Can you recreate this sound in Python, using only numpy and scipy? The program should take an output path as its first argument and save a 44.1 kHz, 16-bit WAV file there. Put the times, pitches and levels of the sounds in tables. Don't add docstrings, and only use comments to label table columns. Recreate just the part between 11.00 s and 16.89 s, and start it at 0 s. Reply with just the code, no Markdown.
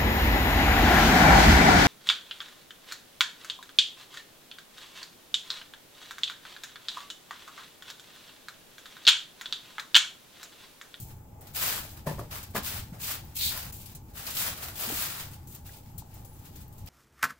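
import sys
import numpy as np
from scipy import signal
from scipy.fft import irfft
from scipy.io import wavfile
from scipy.ndimage import uniform_filter1d

SR = 44100
rng = np.random.default_rng(int(sys.argv[2]) if len(sys.argv) > 2 else 0)


def dump(signal):
    limited = np.clip(np.atleast_2d(signal).T, -1, 1)
    pcm = np.round(limited * 32767).astype(np.int16)
    wavfile.write(sys.argv[1], SR, pcm)


def volts_from_decibels(level):
    exponent = np.asarray(level, float) / 20
    return 10 ** exponent


N = 259731

# (frequency [Hz], density [dB per Hz])
BRISTLES = [(2400, -22.5), (4000, -10.5), (5200, -13.5), (6300, -4.5), (7700, -1.5), (9200, -5.5),
            (11000, -2), (13500, 0.5), (15500, 2), (17000, -4.5)]
# (frequency [Hz], density [dB per Hz])
SCRAPE = [(1500, -24.5), (2400, -1.5), (3200, -1), (4100, -1), (5200, -1.5), (7000, -9.5), (10000, -11)]


def evened(x):
    return x / np.sqrt(np.mean(x ** 2) + 1e-20)


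def read(points, hz):
    f, value = np.transpose(points)
    return np.interp(np.log(hz + 1), np.log(f + 1), value)


def coloured(x, points):
    gain = volts_from_decibels(read(points, np.fft.rfftfreq(1024, 1 / SR)))
    taps = np.fft.fftshift(irfft(gain)) * np.hanning(1024)
    return signal.oaconvolve(x, taps[None], "same", axes=1)


def add(mix, start_s, sound):
    part = mix[..., round(start_s * SR):][..., :sound.shape[-1]]
    part += sound[..., :part.shape[-1]]


def leaned(x, db):
    return x * volts_from_decibels(np.array([db / 2, -db / 2]).reshape(2, -1))


def paired(z, hz):
    # (frequency [Hz], left-right likeness [0..1])
    likeness = [(60, 0.98), (130, 0.97), (290, 0.91), (640, 0.36), (1410, 0.11), (3100, 0.022),
                (15000, 0.012)]
    same = np.clip(read(likeness, hz), 0, 1)[:, None]
    return np.array([z[0], same * z[0] + np.sqrt(1 - same ** 2) * z[1]])


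def slips(per_s, spread_db):
    when, how_big, sign = rng.random((3, 2, N))
    size = volts_from_decibels(spread_db * np.minimum(-np.log(how_big + 1e-9), 5))
    releases = size * np.sign(sign - 0.5) * (when < per_s / SR)
    hz, _, z = signal.stft(releases, SR, nperseg=256)
    return signal.istft(paired(z, hz), SR, nperseg=256)[1][:, :N]


def house():
    # (frequency [Hz], density [dB per Hz])
    rumble = [(15, -1), (28, -33), (60, 3.5), (100, 3), (150, -6), (260, -13), (500, -22), (1000, -26),
              (1700, -34.5), (4000, -42.5), (6700, -38), (7700, -36.5), (8600, -41), (10500, -41),
              (15500, -32)]
    rumble_db, duct_db = -46, -66
    duct_hz, duct_width_hz = 840, 35
    frames, hz = N // 256 + 5, np.fft.rfftfreq(1024, 1 / SR)
    a, b, c, d, patches = rng.standard_normal((frames, 513, 5)).T
    patches = evened(uniform_filter1d(uniform_filter1d(patches, 10, 0), 14, 1))
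    z = paired(np.array([a + 1j * b, c + 1j * d]), hz)

    def noise(gain):
        return evened(signal.istft(z * gain, nperseg=1024, noverlap=768)[1][:, :N])

    wash = noise(volts_from_decibels(read(rumble, hz)[:, None] + 1.62 * patches))
    hum = noise(1 / (1 + ((hz[:, None] - duct_hz) / (duct_width_hz / 2)) ** 2))
    return volts_from_decibels(rumble_db) * wash + volts_from_decibels(duct_db) * hum


def pressing(rows, settle, swell_db, paper_share):
    touch_s, touch_db = 0.024, -26
    fade_bend = 1.17
    paper_db, head_db, handle_db = -3.5, -4, -13
    handle_share, handle_jolt = 1, 1.33
    power = np.zeros((4, N // 32 + 2))
    for start_s, swell_s, fade_s, db, weight_db in rows:
        t = np.arange(power.shape[1]) * 32 / SR - start_s
        rise_s = [-0.03, 0, min(touch_s, 0.56 * swell_s), swell_s]
        rise = np.interp(t, rise_s, [-70, touch_db, swell_db, 0])
        fade = 20 * (np.maximum(t - swell_s, 0) / fade_s) ** fade_bend
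        level = uniform_filter1d(db + rise - fade, size=15)
        weight = weight_db * np.exp(-settle * np.maximum(t, 0) / (swell_s + fade_s))
        paper = paper_db + paper_share * weight
        head = head_db + weight
        handle = handle_db + handle_share * weight + handle_jolt * np.maximum(weight, 0)
        parts = np.array([0 * t, paper, head, handle])
        power += volts_from_decibels(2 * np.maximum(level + parts, -200))
    return power


def broom():
    # (start [s], swell to full pressure [s], fade by 20 dB [s], bristle pressure [dB],
    # landing weight [dB]
    strokes = [(.745, 0.02, 0.15, -39.5, 3.5), (.532, .155, 0.13, -30, -9), (1.06, 0.009, 0.21, -47.5, 13),
               (1.178, 0.014, 0.15, -56, 9), (1.295, 0.048, 0.14, -41.5, 5.5), (1.54, 0.028, 0.03, -30, 7),
               (1.61, 0.068, 0.17, -35.5, -11.5), (1.99, 0.12, 0.091, -33.5, -21.5),
               (2.485, 0.079, 0.15, -39, 1.5), (2.62, 0.069, .03, -48, 1), (3.13, 0.059, 0.55, -43.5, -1),
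               (3.255, 0.0098, 0.16, -39.5, -0.5), (3.42, 0.056, 0.079, -36.5, 0.5),
               (1.7, 0.08, 0.049, -42, 7), (4.07, 0.14, 0.084, -42, -1)]
    pushes = [(3.32, 0.065, 0.17, -29.5, -22), (3.54, 0.097, 0.16, -40.5, 6.5),
              (3.735, 0.069, 0.39, -33.5, -10.5), (3.88, 0.12, 0.21, -32.5, -26),
              (3.8, 0.17, 0.076, -49, 16.5), (.05, 0.065, .03, -56.5, -1), (.93, 0.046, 0.08, -55, 17),
              (1.97, 0.034, .03, -50, 17), (3.03, 0.073, .05, -61.5, -26), (5.04, 0.12, 0.11, -58.5, -17),
              (5.3, 0.14, 0.094, -61, -4), (5.5, 0.072, 0.098, -54, -14), (5.69, .1, 0.18, -61.5, -21)]
    skims = [
        (2.344, 0.023, 0.12, -32.5, -28),
        (2.39, 0.063, 0.11, -28.5, -30),
    ]
    brushes = [(-.02, 0.023, .03, -40.5, -48), (-.02, .035, 0.14, -48.5, -34),
               (.395, 0.1, 0.049, -59.5, 5.5), (.88, 0.0081, 0.16, -49.5, -9),
               (1.495, 0.013, 0.019, -51, -22), (1.92, 0.021, 0.046, -57.5, 10), (2.2, 0.12, .05, -59.5, 1),
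               (2.72, 0.031, .06, -45, -30), (2.765, 0.053, 0.059, -46.5, -15), (2.82, 0.1, 0.034, -53, -6),
               (4.29, 0.054, 0.029, -51, -8.5), (4.458, 0.06, 0.11, -49, -45),
               (4.52, 0.034, 0.033, -53.5, 0), (4.64, 0.032, 0.079, -48, -7),
               (4.69, 0.081, 0.064, -52.5, -11), (4.97, .025, 0.02, -46.5, -21),
               (4.81, 0.033, 0.32, -63, -3), (5.16, 0.027, .05, -56, -32), (5.33, 0.021, .05, -60, -30),
               (5.59, 0.026, 0.046, -53, -30), (5.24, .016, 0.21, -58.5, -27),
               (5.44, 0.012, 0.12, -54.5, -7), (5.855, 0.015, .3, -60.5, 6.5)]
    # (frequency [Hz], density [dB per Hz])
    drag = [(500, -38.5), (900, -7), (1300, -3.5), (1900, -5.5), (2600, -11.5), (4000, -19)]
    # (frequency [Hz], density [dB per Hz])
    thrum = [(130, -5), (250, -8.5), (450, -7), (700, 1.5), (1100, -25.5), (1800, -24)]

    power = pressing(strokes, settle=3.9, swell_db=-4, paper_share=0.13)
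    power += pressing(pushes, settle=3.9, swell_db=-10.5, paper_share=0.13)
    power += pressing(skims, settle=0.69, swell_db=-4, paper_share=0.13)
    power += pressing(brushes, settle=0.2, swell_db=-4, paper_share=0.26)
    on_tips, on_paper, on_head, on_handle = (
        np.interp(np.arange(N) / 32, np.arange(len(p)), np.sqrt(p)) for p in power)

    clumps = evened(uniform_filter1d(uniform_filter1d(rng.standard_normal(N), 130), 130))
    tips = evened(coloured(slips(per_s=12000, spread_db=0), BRISTLES)) * on_tips
    paper = evened(coloured(slips(per_s=8000, spread_db=4.5), SCRAPE)) * on_paper
    head = evened(coloured(slips(per_s=4000, spread_db=3.5), drag)) * on_head
    handle = evened(coloured(slips(per_s=1500, spread_db=3), thrum)) * on_handle
    return (tips + paper + head + handle) * volts_from_decibels(-2 + 2.15 * clumps)


def snaps():
    # (time [s], peak [dB], low part re peak [dB], left-right lean [dB])
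    snap_rows = [(0.1655, -52, -28, 3.5), (0.409, -38, -35, -5), (0.4693, -42, -10, 0),
                 (1.069, -36.5, -7, 4.0), (1.1894, -39.5, -14, 4.0), (1.311, -39, -5, 2),
                 (1.428, -31.5, -17.5, 0), (2.2478, -58, -18, 1), (2.724, -31, -25, 3),
                 (2.8573, -34, -19, 6), (2.949, -29.5, -30, -3), (3.2653, -42, 8, 2),
                 (3.303, -26.5, -14, 1), (4.4712, -36.5, -41, 2), (4.5465, -32.5, -37, 4),
                 (4.667, -64, -17, 0), (4.7337, -45, -6, -1), (4.9092, -60, -30, 6.5),
                 (4.979, -30, -40, 8.5), (5.1396, -42, -37, 8), (5.2467, -39.5, -26, 7),
                 (5.3896, -45, -23, 3.5), (5.452, -42, -18, 3), (5.557, -37, -25, 2),
                 (5.6775, -51, -29, 10.5), (5.7254, -45, -26, 6.0), (5.7803, -39.5, -29, -1),
                 (5.8585, -43, -19, 5), (5.872, -54.5, 8.5, -6)]
    bright, dull = np.zeros((2, 2, N))
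    t = np.arange(1500) / SR
    soft = 1 - np.exp(-t / 0.0013)
    for time_s, db, low_db, lean_db in snap_rows:
        decay = volts_from_decibels(db + 2 - 60 * t / 0.036)
        crackle = leaned(rng.standard_normal((2, len(t))) * decay * soft, lean_db)
        add(bright, time_s, crackle)
        add(dull, time_s, crackle * volts_from_decibels(low_db))
    return coloured(bright, BRISTLES) * volts_from_decibels(3) + coloured(dull, SCRAPE) * volts_from_decibels(18)


def pings():
    # (time [s], level [dB], pitch [Hz], t60 [s])
    ping_rows = [(.475, -56, 14400, .1), (.512, -56, 14700, .05), (1.921, -16, 169, 0.034),
                 (2.25, -50, 15000, .05), (3.921, -18.5, 292, 0.031), (4.670, -58, 1440, 0.033),
                 (4.692, -45.5, 1650, 0.024), (4.692, -50, 1920, 0.03), (5.022, -30, 870, 0.011),
                 (5.29, -64, 10900, 0.14), (5.33, -61, 10700, 0.12), (5.679, -53, 13000, .035),
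                 (5.862, -52, 13100, .035), (4.915, -62, 11700, 0.045)]
    out, t = np.zeros(N), np.arange(SR // 4) / SR
    for time_s, db, hz, t60_s in ping_rows:
        onset = 1 - np.exp(-t * hz / 3)
        add(out, time_s, volts_from_decibels(db + 4 - 60 * t / t60_s) * np.sin(2 * np.pi * hz * t) * onset)
    return out


def knocks():
    # (time [s], blow [dB], contact time [ms], pitch factor of struck part [ratio], tilt [dB per octave])
    blows = [(1.066, -26.5, 1.73, 0.88, -2.3), (1.072, -18, 0.56, 1.026, -4.5),
             (1.091, -31.5, 0.4, 1.02, -2), (1.113, -40.5, 1.44, 1.0, 3), (1.183, -43, 0.77, 1.06, 1.1),
             (1.194, -40.5, 0.41, 0.68, 1.5), (1.214, -46, 0.61, 0.55, 1), (1.549, -42.5, 1.56, 1.7, 7),
             (1.554, -43, 0.71, 1.2, 5), (1.563, -48, 0.26, 0.98, 5.5), (1.57, -37.5, 0.41, 1.38, 1.5),
             (1.58, -28, .25, 1.48, -6), (3.875, -35, 0.96, 1.6, -5), (3.901, -38.5, 1.1, 0.8, 0.5)]
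    # (frequency [Hz], level [dB], t60 [s])
    frame = [(144, 2, 0.19), (229, -8, 0.18), (330, -18, 0.049), (460, -18, 0.03), (572, 9, 0.052),
             (656, -8, 0.049), (872, -5.5, 0.45), (999, 8.5, 0.063), (1310, -19, .06), (1710, 10, 0.039),
             (2380, -14, 0.061)]
    out, t = np.zeros(N), np.arange(SR // 2) / SR
    for time_s, db, contact_ms, pitch, tilt_db in blows:
        ring = 0.33 + 0.43 * contact_ms
        modes = np.zeros(len(t))
        for hz, level_db, t60_s in frame:
            mode_db = level_db + tilt_db * np.log2(hz / frame[0][0])
            modes += volts_from_decibels(mode_db - 60 * t / (t60_s * ring)) * np.sin(2 * np.pi * hz * pitch * t)
        blow = np.hanning(max(3, round(contact_ms * SR / 1000)) + 2)
        add(out, time_s, volts_from_decibels(db) * np.convolve(modes, blow / blow.sum()))
    return signal.sosfilt(signal.butter(2, 95, "high", fs=SR, output="sos"), out)


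def sheet():
    # (time [s], level [dB], pitch [Hz])
    glide = [
        (2.39, -40, 4150),
        (2.409, -36, 4000),
        (2.46, -34.5, 4000),
        (2.5, -41, 4160),
        (2.54, -66, 4400),
    ]
    width_hz = 1500
    time_s, db, hz = np.transpose(glide)
    t = np.arange(N) / SR
    turn = np.exp(2j * np.pi * np.cumsum(np.interp(t, time_s, hz)) / SR)
    r = np.exp(-np.pi * width_hz / SR)
    shifted = slips(per_s=2700, spread_db=3) / turn
    band = signal.lfilter([1], np.convolve([1, -r], [1, -r]), shifted) * turn
    return evened(band.real) * volts_from_decibels(np.interp(t, time_s, db, left=-120, right=-120))


def walls(x, wet_db, size):
    # (frequency [Hz], t60 [s])
    decay = [(100, 0.42), (300, 0.29), (1000, 0.15), (4000, 0.23), (15000, 0.047)]
    overlap = size * 3 // 4
    hz, t, z = signal.stft(x, SR, nperseg=size, noverlap=overlap)
    keep = volts_from_decibels(-120 * t[1] / read(decay, hz))
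    power = abs(z) ** 2
    held = np.array([signal.lfilter([0, 0, 1 - k], [1, -k], power[:, i]) for i, k in enumerate(keep)])
    a, b = rng.standard_normal((len(t), len(hz), 2, 2)).T
    echo = paired(a + 1j * b, hz) * np.sqrt(held.transpose(1, 0, 2))
    return x + volts_from_decibels(wet_db) * signal.istft(echo, SR, nperseg=size, noverlap=overlap)[1][:, :N]


def scene():
    rustle = walls(broom() + sheet(), wet_db=3, size=256)
    rustle += walls(snaps(), wet_db=6, size=128) * volts_from_decibels(-9)
    dip_s, width_ms, dip_db = 2.718, 3.5, -16
    from_dip_ms = (np.arange(N) / SR - dip_s) * 1000
    rustle *= volts_from_decibels(dip_db * np.exp(-(from_dip_ms / width_ms) ** 2))
    near = pings()
    struck = walls((knocks() + near * volts_from_decibels(-18))[None], wet_db=-2, size=1024) * volts_from_decibels(-3.5)
    return rustle + struck + near + house()


def roll_off(x):
    return signal.sosfilt(signal.butter(12, 16300, fs=SR, output="sos"), x)


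def record(dry):
    # (frequency [Hz], left-right level [dB])
    mic_lean = [(60, 0), (300, 2), (1000, 1.0), (4000, -0.1), (8000, 0), (11000, 2), (15000, 7)]
    left = coloured(dry[:1], [(f, db / 2) for f, db in mic_lean])
    right = coloured(dry[1:], [(f, -db / 2) for f, db in mic_lean])
    limit = signal.firwin(601, 15800, window=("kaiser", 5), fs=SR)
    mix = signal.oaconvolve(np.concatenate([left, right]), limit[None], "same", axes=1)
    return roll_off(mix)


dry = scene()
out = record(dry)
dump(out)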